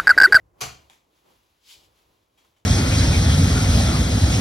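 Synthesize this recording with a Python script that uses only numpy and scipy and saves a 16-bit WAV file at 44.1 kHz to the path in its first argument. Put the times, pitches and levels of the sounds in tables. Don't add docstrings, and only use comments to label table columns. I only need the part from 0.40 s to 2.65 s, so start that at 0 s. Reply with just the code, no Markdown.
import sys
import numpy as np
from scipy import signal
from scipy.fft import rfft, irfft, next_fast_len
from scipy.io import wavfile
from scipy.ndimage import uniform_filter1d, map_coordinates

SR = 44100
rng = np.random.default_rng(int(sys.argv[2]) if len(sys.argv) > 2 else 0)


def put_to_file(sound):
    columns = np.atleast_2d(sound).T
    safe = np.clip(columns, -1, 1)
    whole_steps = np.round(safe * 32767)
    wavfile.write(sys.argv[1], SR, whole_steps.astype(np.int16))


N = 99225

# start_s, level_db, tilt_db_per_octave
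SNAPS = [(0.2065, -6, -0.5), (0.2108, 0, 2.5), (0.2155, 0, -2), (.2200, -4.5, -0.5), (0.2297, -4.5, -4.5)]
# frequency_hz, level_db
CRACK_EQ = [(100, -26), (250, -11), (450, -7), (800, -0.5), (1400, 5), (1680, -2), (2400, 4), (3800, -2),
            (4600, 4.5), (5500, -2.5), (6200, 4.5), (7300, -3), (8300, -1), (9700, -5.5), (11000, -4.5),
            (14500, -8.5), (16000, -14)]
# pitch_hz, level_db, t60_s
HOUSING_MODES = [(435.6, -3, 0.27), (683.4, -6, 0.47), (733, 4, 0.32), (780, -4, 0.44), (1132, 2.5, 0.32),
                 (1260, -16, 0.53), (1494, -6.5, 0.41), (2400, 4, 0.12), (2848, -10, 0.42),
                 (3174, -8.5, 0.5), (4376, -5.5, 0.42), (6060, 7.5, .12), (7330, 3, 0.29),
                 (10960, 1.5, 0.19)]
# pitch_hz, level_db, t60_s
ROOM_MODES = [(72.6, -5.5, 0.55), (107.5, 0, 0.25), (130.2, 3, .33), (187.4, -6.5, 0.3)]
SNAP_DB, HOUSING_DB, THUMP_DB, THUMP_START_S = -2, -39.5, -34.5, 0.216

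# start_s, level_db, direct_db, ping_db, ping_hz, knock_db, knock_hz
TICKS = [(0.4983, -4, -4, -3.5, 3320, 4, 794), (.5322, -10.5, -4.5, -14, 3500, -8, 1400),
         (1.815, -23, -23, 0.5, 3500, -13.5, 805), (1.976, -11, -13, 2.5, 3280, -7, 1094),
         (2.048, -21, -3, -12, 3430, 12, 1068), (2.164, -17, -17, 2, 3020, -8, 800)]
# frequency_hz, level_db
TICK_EQ = [(150, -6), (500, -4.5), (850, 5.5), (1600, -4), (2350, 2), (2750, -2.5), (3300, 1.5), (4600, -6),
           (7500, -4), (11000, -7), (15500, -10.5)]
# pitch_ratio, level_db, t60_s
PING_MODES = [(.72, -5, 0.11), (1.001, 0.5, 0.21)]
# pitch_ratio, level_db, t60_s
KNOCK_MODES = [(1, 3, 0.036), (1.17, -3, 0.052), (1.35, -10.5, 0.083)]
TICK_DB, CLINK_DB, PING_DB, KNOCK_DB = -20, -38, -55.5, -50
TICK_T60_S, CLINK_T60_S = 0.0065, 0.014

# peak_s, level_db, rise_s, fall_s
SWISHES = [(1.316, -46.5, 0.042, 0.046), (1.395, -67, .03, 0.035), (1.448, -62.5, 0.031, 0.027)]
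# frequency_hz, level_db
SWISH_EQ = [(300, -47), (900, -10.5), (1750, -13.5), (2320, -3.5), (2650, -6.5), (3000, 1.5), (3400, -0.5),
            (3900, -2.5), (4450, -2), (5200, -2.5), (5900, -8), (7200, -6), (8300, -6.5), (11000, -9.5),
            (15500, -11.5)]
# time_s, level_db
RUSTLE_FADER = [(0, -83), (.15, -108), (.19, -65), (.42, -66), (.68, -75.5), (.78, -65.5), (.83, -70),
                (.91, -63), (1.02, -68), (1.2, -70.5), (1.52, -69), (1.59, -63.5), (1.67, -69.5),
                (1.74, -69), (1.89, -76), (2.06, -66.5), (2.25, -80)]
# frequency_hz, level_db
RUSTLE_EQ = [(300, -27), (1000, 2.5), (1700, -5), (3300, -1), (5500, -7.5), (8000, -9.5), (11000, -7.5),
             (15500, -8.5)]

# time_s, body_db, bass_db
SHUFFLE_FADERS = [(0, -70, -65.5), (.07, -68.5, -64.5), (.13, -68, -67.5), (.2, -59.5, -64),
                  (.46, -63.5, -69), (.56, -70, -81), (.82, -71.5, -75), (.86, -62.5, -85),
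                  (.92, -63.5, -76), (.98, -72, -70), (1.2, -75.5, -83), (1.32, -72, -78),
                  (1.36, -65.5, -72), (1.44, -65.5, -72), (1.56, -71, -75.5), (1.7, -67.5, -73),
                  (1.87, -74.5, -79), (2.04, -70, -78), (2.25, -74, -76)]
# frequency_hz, level_db
BODY_EQ = [(60, -21), (160, -3), (250, -2), (320, 2.5), (400, 1), (520, 0.5), (620, -2), (1050, -3.5),
           (1700, -16), (4000, -26)]
# frequency_hz, level_db
BASS_EQ = [(15, -44), (26, -26), (40, -0.5), (65, 1), (110, -2), (200, -14), (500, -43)]
# start_s, level_db
STEPS = [(.01, 4.5), (1.355, 1), (1.44, -1.5), (1.684, -7)]
# pitch_hz, level_db, t60_s
FLOOR_MODES = [(54.5, -5, .35), (77.3, -0.5, 0.3), (105, -6, 0.57), (170.7, -7, 0.17)]
GRAIN_DB, STEP_DB, AIR_DB = 0.5, -62, -81

# frequency_hz, level_db
AIR_EQ = [(20, -29), (50, 7), (300, -5), (1500, -13.5), (6000, -28), (15500, -19)]
# frequency_hz, t60_s
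ROOM_DECAY = [(100, 0.5), (700, 0.3), (2500, 0.35), (5500, 0.34), (11000, 0.28), (16000, 0.29)]
# frequency_hz, side_over_mid_db
WIDTH = [(25, -25), (60, -24.5), (120, -10), (200, -11.5), (380, -3.5), (700, -0.5), (1300, 2), (2400, -5),
         (4400, -7), (6200, -10.5), (8100, 2), (11000, -2), (15000, 4)]
# frequency_hz, left_over_right_db
BALANCE = [(200, 0.5), (700, -2), (1300, -.5), (2400, 1.7), (4400, 3.5), (8500, -0.5)]
# centre_hz, half_width_hz, gain_db
NOTCHES = [(9053, 604, -22.5), (13270, 530, -57)]
ROOM_RISE_S, TOP_HZ = 0.0037, 16100


def switch():
    out = np.zeros((2, N))
    for s, db, tilt_db in SNAPS:
        add(out, s, amp(SNAP_DB + db) * contact(housing_colour, tilt_db, t60_s=0.02, direct_db=-4.5))
    strike_s = max(SNAPS, key=lambda row: row[1])[0]
    add(out, strike_s, amp(HOUSING_DB) * ring(HOUSING_MODES, rise_s=0.00063, blur=0.65))
    add(out, THUMP_START_S, amp(THUMP_DB) * ring(ROOM_MODES, rise_s=0.023, blur=0.59))
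    return out


def housing_colour(hz, lift_db=4.5):
    peaks = 0
    for mode_hz, _, _ in HOUSING_MODES:
        half_width_hz = 17 + 0.0043 * mode_hz
        peaks += 1 / (1 + ((hz - mode_hz) / half_width_hz) ** 2)
    return along(CRACK_EQ, hz) + lift_db * peaks


def contact(colour_db, tilt_db, t60_s, direct_db):
    t = np.arange(SR) / SR
    eq = lambda f: amp(colour_db(f) + tilt_db * np.log2(np.maximum(f, 300) / 3000))
    hz, frame_s, bands = signal.stft(diffuse(SR), SR, nperseg=256)
    decay = amp(-60 * frame_s / along(ROOM_DECAY, hz)[:, None])
    tail = signal.istft(bands * decay, SR, nperseg=256)[1][:, :SR]
    tail = filtered(tail, eq) * (1 - np.exp(-t / ROOM_RISE_S))
    crack = filtered(diffuse(SR), eq) * amp(-60 * t / t60_s) * (1 - np.exp(-t / 0.0014))
    return (unit(tail) + amp(direct_db) * unit(crack)) / np.sqrt(SR)


def ring(modes, rise_s, blur):
    t = np.arange(SR) / SR
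    out = np.zeros((2, SR))
    for hz, db, t60_s in modes:
        drift = map_coordinates(rng.standard_normal(size=128), [t * 70], mode="nearest")
        phase = 2 * np.pi * (hz * t + rng.random()) + blur * drift
        spread = np.arctan(amp(along(WIDTH, hz))) * np.array([[1], [-1]])
        out += amp(db - 60 * t / t60_s) * np.sin(phase + spread)
    return out * (1 - np.exp(-t / rise_s))


def ticks():
    out = np.zeros((2, N))
    tuned = lambda modes, hz: [(ratio * hz, db, t60_s) for ratio, db, t60_s in modes]
    for s, db, direct_db, ping_db, ping_hz, knock_db, knock_hz in TICKS:
        crack = amp(TICK_DB) * contact(lambda hz: along(TICK_EQ, hz), 0, TICK_T60_S, direct_db)
        clink = amp(CLINK_DB) * ring([(ping_hz, direct_db, CLINK_T60_S)], rise_s=0.0004, blur=1)
        ping = amp(PING_DB + ping_db) * ring(tuned(PING_MODES, ping_hz), rise_s=0.001, blur=1.04)
        knock = amp(KNOCK_DB + knock_db) * ring(tuned(KNOCK_MODES, knock_hz), rise_s=0.002, blur=0.92)
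        add(out, s, amp(db) * (crack + clink + ping + knock))
    return out


def cloth():
    t = np.arange(N) / SR
    stroke = 0
    for peak_s, db, rise_s, fall_s in SWISHES:
        offset = (t - peak_s) / np.where(t < peak_s, rise_s, fall_s)
        stroke += amp(db) * np.exp(1 - np.hypot(1, 1.59 * offset))
    flutter = unit(uniform_filter1d(rng.standard_normal(N), size=50))
    grain = unit(amp(GRAIN_DB * flutter))
    rustle_db, = faders(RUSTLE_FADER)
    return grain * (stroke * noise_bed(SWISH_EQ) + amp(rustle_db) * noise_bed(RUSTLE_EQ))


def shuffle():
    body_db, bass_db = faders(SHUFFLE_FADERS)
    out = amp(body_db) * noise_bed(BODY_EQ) + amp(bass_db) * noise_bed(BASS_EQ)
    for s, db in STEPS:
        add(out, s, amp(STEP_DB + db) * ring(FLOOR_MODES, rise_s=0.011, blur=0.44))
    return out


def room_tone():
    return amp(AIR_DB) * noise_bed(AIR_EQ)


def noise_bed(eq):
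    return unit(filtered(diffuse(N), lambda hz: amp(along(eq, hz))))


def diffuse(size):
    angle = lambda hz: np.arctan(amp(along(WIDTH, hz)))
    mid_side_gains = lambda hz: np.array([np.cos(angle(hz)), np.sin(angle(hz))])
    mid, side = filtered(rng.standard_normal((2, size)), mid_side_gains)
    return np.array([mid + side, mid - side])


def amp(db):
    return 10 ** (np.asarray(db) / 20)


def unit(x):
    return x / np.sqrt(np.mean(x ** 2) + 1e-20)


def along(points, hz):
    points_hz, values = np.transpose(points)
    return np.interp(np.log(hz + 1), np.log(points_hz + 1), values)


def faders(rows):
    time_s, *columns = np.transpose(rows)
    return [np.interp(np.arange(N) / SR, time_s, column) for column in columns]


def filtered(x, response):
    n = x.shape[-1]
    padded = next_fast_len(n + SR // 10)
    return irfft(rfft(x, padded) * response(np.fft.rfftfreq(padded, 1 / SR)), padded)[..., :n]


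def add(track, start_s, sound):
    part = track[..., round(start_s * SR):][..., :sound.shape[-1]]
    part += sound[..., :part.shape[-1]]


def scene():
    mix = switch() + ticks() + cloth() + shuffle() + room_tone()
    return filtered(mix, lambda hz: amp(along(BALANCE, hz) * np.array([[0.5], [-0.5]])))


def record(dry):
    def master_eq(hz):
        dips_db = sum(db * np.exp(-np.abs((hz - centre) / width) ** 3) for centre, width, db in NOTCHES)
        return amp(dips_db) * (hz < TOP_HZ)
    return filtered(dry, master_eq)


dry = scene()
out = record(dry)
put_to_file(out)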